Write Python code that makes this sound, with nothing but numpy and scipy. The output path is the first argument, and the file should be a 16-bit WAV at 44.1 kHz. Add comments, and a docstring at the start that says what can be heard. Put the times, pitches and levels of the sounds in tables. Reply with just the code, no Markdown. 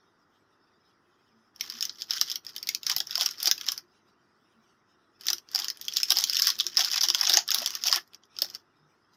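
"""A small plastic sweet wrapper, handled close to a phone microphone in a quiet room.
First only faint, flickering room tone. From 1.5 s fingers turn, squeeze and tear the film: each crease
that buckles snaps, smaller ones shower in between, and panels of the pouch pop with a hollow ring.
The hand rests from about 4 s, works harder from 5.2 s, is loudest at 7.4 s and trails off after 8.5 s.
Throughout, the microphone port rings near 5 kHz and the room adds a short tail."""
import sys
import numpy as np
from scipy import signal
from scipy.fft import rfft, irfft, next_fast_len
from scipy.io import wavfile
from scipy.ndimage import uniform_filter1d

SR = 44100
rng = np.random.default_rng(int(sys.argv[2]) if len(sys.argv) > 2 else 0)


def transcribe(u):
    """Save the signal u as a 16-bit wav file named by the first command-line argument.

    u: samples, shape (n,) or (channels, n), limited to [-1, 1]; the rate is SR.
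    q: integer samples, one column per channel.
    """
    v = np.clip(np.atleast_2d(u).T, -1, 1)
    q = np.round(v * 32767).astype(np.int16)
    wavfile.write(sys.argv[1], SR, q)


N = 403999
GRAIN, PLACES = 1024, 8  # samples in one snap or pop; places on the wrapper with their own echoes


def undb(db):
    """Decibels to gain."""
    return 10 ** (np.asarray(db) / 20)


def colour(points, size):
    """Gain on the bins of a transform, from (Hz, dB) points joined on a log axis."""
    hz, db = np.transpose(points)
    return undb(np.interp(np.log(np.arange(size // 2 + 1) * SR / size + 1), np.log(hz), db))


def causal(gain):
    """The same gain with the least delay, so nothing sounds before the blow."""
    cepstrum = irfft(np.log(gain + 1e-9))
    cepstrum[1:len(cepstrum) // 2] *= 2
    cepstrum[len(cepstrum) // 2 + 1:] = 0
    return np.exp(rfft(cepstrum))


def walk(per_s):
    """A glide between random levels, with a spread near 1."""
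    hold = int(SR / per_s)
    return uniform_filter1d(np.repeat(rng.standard_normal(N // hold + 1), hold), hold)[:N]


def spread(start, grains):
    """Lay the grains out in time, taking the places on the wrapper in turn, one row a place."""
    at = (start + np.arange(len(start)) % PLACES * (N + GRAIN))[:, None] + np.arange(GRAIN)
    return np.bincount(at.ravel(), grains.ravel(), PLACES * (N + GRAIN)).reshape(PLACES, -1)[:, :N]


# Spectrum of the quiet room at the microphone: frequency_hz, relative_db
ROOM_COLOUR = [(30, -28.5), (88, -16.5), (221, -9.5), (300, -10), (355, -6.5), (540, -18), (990, -14),
               (1350, -10), (1650, -17.5), (2230, -18.5), (3770, -18), (4300, -25.5), (5250, -12),
               (7090, -33.5), (16000, -39)]


def room_tone(level_db=-59.5, flicker_db=.6, patch_db=1.6, mains_db=-77.5):
    """Bands of room noise over a 100 Hz mains hum; the upper ones flicker in brief patches."""
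    size, air = next_fast_len(N), 0
    hz = np.arange(size // 2 + 1) * SR / size
    noise = rfft(rng.standard_normal(size)) * colour(ROOM_COLOUR, size)
    edges_hz = np.r_[0, 200 * 2 ** np.arange(0, 6.1, .125), SR]
    patches = walk(16)
    for low, high in zip(edges_hz[:-1], edges_hz[1:]):
        band = irfft(noise * ((hz >= low) & (hz < high)), size)[:N]
        waver_db = flicker_db * walk(15) + (low > 2200) * patch_db * (patches + walk(18))
        air = air + undb(waver_db) * band
    mains = undb(mains_db) * np.sin(2 * np.pi * 100 * np.arange(N) / SR)
    return air * undb(level_db) / np.std(air) + mains


# Faint low hums in the room: centre_s, pitch_hz, level_db, length_s
ROOM_HUMS = [(1.374, 224.4, -56, 0.1), (1.758, 232, -53, 0.045), (2.962, 150, -56, 0.04),
             (3.851, 354, -54, 0.036), (4.584, 223.5, -55.5, 0.066), (5.348, 350.2, -55.5, .06),
             (6.67, 351.8, -50, 0.043), (7.097, 345.5, -48.5, 0.059), (7.603, 240, -52, 0.043),
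             (8.844, 149.9, -58, 0.093)]


def hums():
    """Short soft tones swell and fade in the room tone."""
    t = np.arange(N) / SR
    return sum(undb(db) * np.exp(-(2 * (t - centre_s) / length_s) ** 2) * np.sin(2 * np.pi * hz * t)
               for centre_s, hz, db, length_s in ROOM_HUMS)


def echoes(places, near_db=-28, near_t60=0.035, far_db=-40, far_t60=0.18, boom_hz=350, boom_db=16):
    """Hands and table reflect at once, the walls follow, and a low room resonance answers."""
    t = np.arange(SR // 4) / SR
    fade = undb(near_db - 60 * t / near_t60) + undb(far_db - 60 * t / far_t60)
    paths = rng.standard_normal((PLACES, len(t))) * fade * (t > .001)
    wet = (places + signal.fftconvolve(places, paths, axes=1)[:, :N]).sum(axis=0)
    return wet + undb(boom_db) * signal.lfilter(*signal.iirpeak(boom_hz, Q=8.0, fs=SR), wet)


# Finger squeezes, close to the microphone:
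# hardest_s, rustle_db, build_s, release_s, deep_share_db, hollow_hz
FINGER_SQUEEZES = [(1.618, -38.5, .062, 0.72, -16.5, 1000), (1.827, -35.5, 0.054, .12, -18, 1300),
                   (2.025, -41, 0.208, 0.046, -24.5, 1500), (2.107, -28.5, 0.022, 0.26, -16, 960),
                   (2.313, -29, 0.093, 0.055, -20.5, 1000), (2.472, -46.5, 0.052, 0.47, -16.5, 1400),
                   (2.688, -42.5, 0.041, .11, -17, 1500), (2.91, -27, 0.065, .052, -13, 800),
                   (3.01, -50.5, 0.19, 0.38, -13.5, 665), (3.214, -24, 0.13, 0.15, -16, 750),
                   (3.472, -25.5, 0.13, 0.061, -15.5, 680), (3.695, -34.5, 0.17, .14, -13.5, 850),
                   (5.211, -50.5, .035, .2, -13.5, 1200), (5.295, -29, 0.08, .09, -15, 750),
                   (5.555, -32.5, 0.054, 0.24, -13, 734), (5.822, -42, 0.027, 0.81, -21, 1400),
                   (5.976, -26, 0.063, .12, -21.5, 1100), (6.114, -21, 0.041, 0.28, -19, 663.3),
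                   (6.495, -21, 0.36, .052, -18.5, 992), (6.668, -39, 0.6, 0.16, -16.5, 1100),
                   (6.782, -19.5, 0.025, 0.19, -16.5, 720), (7.04, -18.5, 0.32, 0.044, -17.5, 802),
                   (7.099, -29.5, 0.062, 0.052, -16.5, 750), (7.154, -34, 0.042, .25, -13.5, 649),
                   (7.339, -19.5, .27, 0.083, -13, 650), (7.544, -29.5, 0.0755, 0.47, -14, 735),
                   (7.867, -21.5, 0.065, 0.12, -17, 720), (7.969, -25, 0.13, 0.016, -8.5, 703.6),
                   (8.43, -37.5, 0.073, 0.18, -16, 550), (8.556, -40.5, 0.051, 0.043, -17.5, 1000),
                   (9.13, -56.5, 0.029, 0.47, -14, 1000)]


def grip(t, slack_db=25, deepen_db=2, rise_octaves=1.1):
    """Rustle level, deep share and pitch of the pouch's hollow, set by the strongest squeeze at times t."""
    hardest_s, rustle_db, build_s, release_s, deep_db, hollow_hz = np.transpose(FINGER_SQUEEZES)[:, :, None]
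    away = np.maximum((hardest_s - t) / np.abs(build_s), (t - hardest_s) / np.abs(release_s))
    level_db = rustle_db - slack_db * np.maximum(away, away ** 3)  # dies fast outside the squeeze
    strongest = level_db.argmax(axis=0), np.arange(len(t))
    slack = np.minimum(away, 1)
    deep_db = deep_db + deepen_db * slack
    hollow_hz = hollow_hz * 2 ** (rise_octaves * slack)
    return level_db[strongest], deep_db[strongest], hollow_hz[strongest]


# Large panels of the pouch popping at close range: start_s, level_db, pitch_hz
PANEL_POPS = [(2.213, -41.5, 810), (2.864, -44.5, 1120), (2.921, -34, 1000), (3.178, -28.5, 810),
              (3.472, -42.5, 700), (3.685, -37.5, 1240), (6.115, -24.5, 1277), (6.396, -36, 1290),
              (6.489, -36, 1090), (6.777, -27, 1210), (6.815, -31, 790), (7.211, -30, 814),
              (7.271, -29, 1280), (7.31, -31, 860), (7.371, -15, 785.6), (7.487, -30, 1300),
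              (7.557, -27, 1300), (7.617, -28, 690), (7.85, -34, 832.5), (7.898, -30, 745),
              (7.968, -28.5, 1330), (8.419, -42, 610)]


def pops(t60=0.053, rise_s=0.0098, detune_share=0.11):
    """A panel flips and rings briefly on a cluster of three close tones."""
    start_s, level_db, pitch_hz = np.transpose(PANEL_POPS)[:, :, None]
    t = np.arange(GRAIN) / SR
    detune = 1 + detune_share * (.5 + rng.random((len(start_s), 3, 1))) * np.array([[-1], [0], [2]])
    tones = np.sin(2 * np.pi * pitch_hz[:, None] * detune * t).sum(axis=1)
    envelope = (1 - np.exp(-t / rise_s)) * undb(level_db - 60 * t / t60)
    taper = np.cos(np.pi * t * SR / GRAIN / 2)
    return spread((start_s[:, 0] * SR).astype(int), tones * envelope * taper)


# Spectrum of a close snap, with the microphone port's ring near 5 kHz: frequency_hz, relative_db
SNAP_COLOUR = [(120, -66), (200, -6.5), (348, -12.5), (434, -31), (814, -25), (909, -33), (1610, -20),
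               (2650, -17.5), (3130, -10.5), (4210, -12.5), (5250, 0), (8330, -25.5), (14500, -11.5),
               (16500, -31)]


def creases(times, parts_db, burst_s=.0004, deep_hz=2803, thin_hz=7480, hollow_q=1.9):
    """A crease buckles in a burst of slips; parts_db sets the peaks of its main, deep and thin bands."""
    t, hz = np.arange(GRAIN) / SR, np.arange(GRAIN // 2 + 1) * SR / GRAIN
    chance = rng.standard_normal((len(times), GRAIN + 3))
    scatter, noise = np.exp(.4 * chance[:, :3]), chance[:, 3:]
    age = t / (burst_s * scatter[:, :1])
    deep = 1 / (1 + (hz / deep_hz) ** 6)
    thin = 1 / (1 + (thin_hz / (hz + 1)) ** 12)
    # the air in the pouch rings at its hollow pitch and cuts what lies below
    _, _, hollow_hz = grip(times)
    ratio = 1j * hz / hollow_hz[:, None]
    rings = (ratio ** 2 / (ratio ** 2 + ratio / hollow_q + 1)) ** 2
    # the facets beside a crease ring at pitches set by their size
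    for facet_hz in (1250 * scatter[:, 1:2], 4200 * scatter[:, 2:3]):
        rings = rings * (1 + 1.5 / (1 + 12j * (hz / facet_hz - 1)))
    grains = 0
    for band, peak_db, linger in zip((1 - deep - thin, deep, thin), parts_db, (1.2, 4.0, .8)):
        slips = rfft(noise * age * np.exp(-age / linger))  # the deep band lets go most slowly
        part = irfft(slips * rings * causal(colour(SNAP_COLOUR, GRAIN) * np.abs(band)))
        grains = grains + part * (undb(peak_db) / np.abs(part).max(axis=1))[:, None]
    start = (times * SR).astype(int) - np.abs(grains).argmax(axis=1)  # each peak lands on its time
    return spread(start, grains)


def rustle(per_s=380, scatter_db=4.5, colour_db=12, still_db=-80):
    """Small creases buckle at random while the hand works: many faint, few strong, each its own colour."""
    chance = rng.random((int(per_s * N / SR), 4))
    times = chance[:, 0] * N / SR
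    moving = grip(times)[0] > still_db
    times, (faintness, deep, thin) = times[moving], chance[moving, 1:].T
    level_db, deep_share_db, _ = grip(times)
    main_db = level_db - 1.5 - scatter_db * np.log(faintness + 0.043)
    deep_db = main_db + deep_share_db + colour_db * (deep - .5)
    thin_db = main_db - 12 + colour_db * (thin - .5)
    return creases(times, (main_db, deep_db, thin_db))


# Creases that snap clearly, right at the microphone: peak_s, main_db, thin_db
CREASE_SNAPS = [(1.562, -34.5, -43), (1.61, -14, -23.5), (1.7002, -19.5, -29), (1.809, -15.5, -25),
                (1.8267, -11.5, -23), (1.8538, -16.5, -24.5), (1.8953, -21, -51), (2.0205, -14.5, -31),
                (2.1082, -14, -31), (2.1347, -32, -41.5), (2.1822, -22.5, -34.5), (2.2135, -3, -14.5),
                (2.3005, -20, -30), (2.316, -15, -28), (2.358, -17.5, -25.5), (2.45, -33.5, -37),
                (2.4669, -24.5, -37), (2.4922, -33, -43), (2.5637, -23.5, -28), (2.5818, -25, -37),
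                (2.629, -21, -29.5), (2.6722, -21, -29), (2.6917, -13, -21), (2.749, -11, -19),
                (2.8327, -24, -32), (2.867, -14, -26.5), (2.8988, -10, -18), (2.9162, -11, -25.5),
                (2.9653, -11, -17), (2.983, -21, -22.5), (3.004, -10.5, -26), (3.0717, -24.5, -34),
                (3.1101, -19.5, -27), (3.1556, -10.5, -21.5), (3.1793, -15, -23), (3.2105, -17.5, -20),
                (3.2223, -13, -30), (3.2617, -10.5, -20.5), (3.311, -24.5, -31), (3.4036, -24, -27.5),
                (3.43, -19.5, -17), (3.458, -9.5, -17.5), (3.4737, -11.5, -18), (3.4789, -9.5, -22.5),
                (3.5138, -3, -11.5), (3.5806, -25.5, -35), (3.6122, -19, -33.5), (3.687, -8.5, -21.5),
                (3.72, -17.5, -19.5), (3.778, -23, -28.5), (5.211, -30.5, -38), (5.269, -16, -20),
                (5.285, -8, -23), (5.3032, -10, -20), (5.3321, -13, -19.5), (5.383, -27.5, -39.5),
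                (5.489, -31.5, -48), (5.516, -33, -34.5), (5.5496, -11, -22), (5.5591, -10, -22),
                (5.59, -15.5, -26), (5.5999, -16.5, -23), (5.6208, -20, -41), (5.6449, -18.5, -25),
                (5.6836, -16, -28.5), (5.7018, -16.5, -26), (5.773, -32, -35), (5.8136, -27.5, -25),
                (5.852, -30, -36), (5.883, -17, -28), (5.9244, -24.5, -43), (5.938, -21, -31),
                (5.9698, -5, -17), (6.0329, -9, -17), (6.1051, -6.5, -13.5), (6.1205, -8.5, -12.5),
                (6.1704, -8.5, -21), (6.1875, -9, -16.5), (6.209, -18, -22), (6.2402, -6, -13),
                (6.2728, -25, -28.5), (6.2978, -12, -20.5), (6.3338, -16, -21), (6.3549, -14.5, -31),
                (6.3691, -10, -20.5), (6.3974, -11, -19), (6.4212, -4, -15.5), (6.4818, -10.5, -18),
                (6.5034, -9.5, -21), (6.5895, -22.5, -28), (6.6001, -8.5, -35), (6.607, -10, -24.5),
                (6.6669, -12.5, -25), (6.7717, -5.5, -18), (6.7763, -7, -31), (6.7865, -27, -26),
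                (6.825, -18.5, -28), (6.8473, -12.5, -24), (6.916, -15, -26), (6.9425, -16.5, -35),
                (7.0098, -16.5, -24), (7.0346, -11, -19), (7.087, -9, -24), (7.102, -6.5, -23.5),
                (7.1477, -6, -17), (7.155, -21.5, -29), (7.2118, -8, -20), (7.2724, -6.5, -24.5),
                (7.2966, -6, -15), (7.3323, -10.5, -26.5), (7.3375, -7.5, -16), (7.372, 1.5, -14.5),
                (7.3892, -12.5, -46), (7.4791, -21.5, -25), (7.4895, -15, -47), (7.506, -12, -16.5),
                (7.5175, -8.5, -20), (7.546, -6.5, -8.5), (7.5863, -17, -22), (7.619, -28, -27),
                (7.6615, -8, -16.5), (7.675, -16, -24.5), (7.706, -19.5, -28.5), (7.7523, -16.5, -22.5),
                (7.838, -14.5, -26), (7.871, -11.5, -18.5), (7.9159, -15, -30), (7.9272, -3.5, -19),
                (7.9362, -16, -25), (7.9441, -12.5, -28), (7.96, -13.5, -15.5), (8.0767, -42.5, -43.5),
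                (8.1346, -36.5, -48.5), (8.1466, -30, -42), (8.236, -41, -84), (8.2544, -46.5, -52.5),
                (8.367, -29.5, -64), (8.3878, -19, -29), (8.42, -8.5, -14), (8.502, -30, -41),
                (8.5497, -22, -35)]


def snaps():
    """Single creases buckle sharply, as deep as the part of the film in hand."""
    peak_s, main_db, thin_db = np.transpose(CREASE_SNAPS)
    _, deep_share_db, _ = grip(peak_s)
    return creases(peak_s, (main_db, main_db - 8.0 + deep_share_db, thin_db))


def scene():
    """The wrapper up close and the room behind it, in mono."""
    wrapper = snaps() + rustle() + pops()
    return (echoes(wrapper) + room_tone() + hums())[None]


def suppressor(x, strength=0.73, floor_db=-10, open_db=-50, knee_db=3, depth_db=7):
    """The phone takes steady noise out of the treble and turns everything down when nothing stands out."""
    hz, _, bins = signal.stft(x, SR, nperseg=512)
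    power = uniform_filter1d(np.abs(bins) ** 2, size=5, axis=-1)
    power = uniform_filter1d(power, size=3, axis=-2) + 1e-20
    steady = np.percentile(power, 25, axis=-1, keepdims=True) * (hz[:, None] > 2000)
    gain = np.maximum(1 - strength * steady / power, undb(floor_db))
    clean = signal.istft(bins * gain, nperseg=512)[1][:, :N]
    loud_db = 10 * np.log10(uniform_filter1d(x ** 2, int(.04 * SR)) + 1e-12)
    return clean * undb(-depth_db / (1 + np.exp((loud_db - open_db) / knee_db)))


def record(dry, shelf_hz=15400, top_hz=16500):
    """The phone suppresses the room tone, rounds the peaks, thins the highest treble and cuts the top."""
    rounded = 0.98 * np.tanh(suppressor(dry) / 0.89)
    dulled = signal.sosfiltfilt(signal.cheby1(10, .3, shelf_hz, fs=SR, output="sos"), rounded)
    shelved = .6 * dulled + .4 * rounded
    return signal.sosfilt(signal.ellip(10, .2, 70, top_hz, fs=SR, output="sos"), shelved)


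dry = scene()
out = record(dry)
transcribe(out)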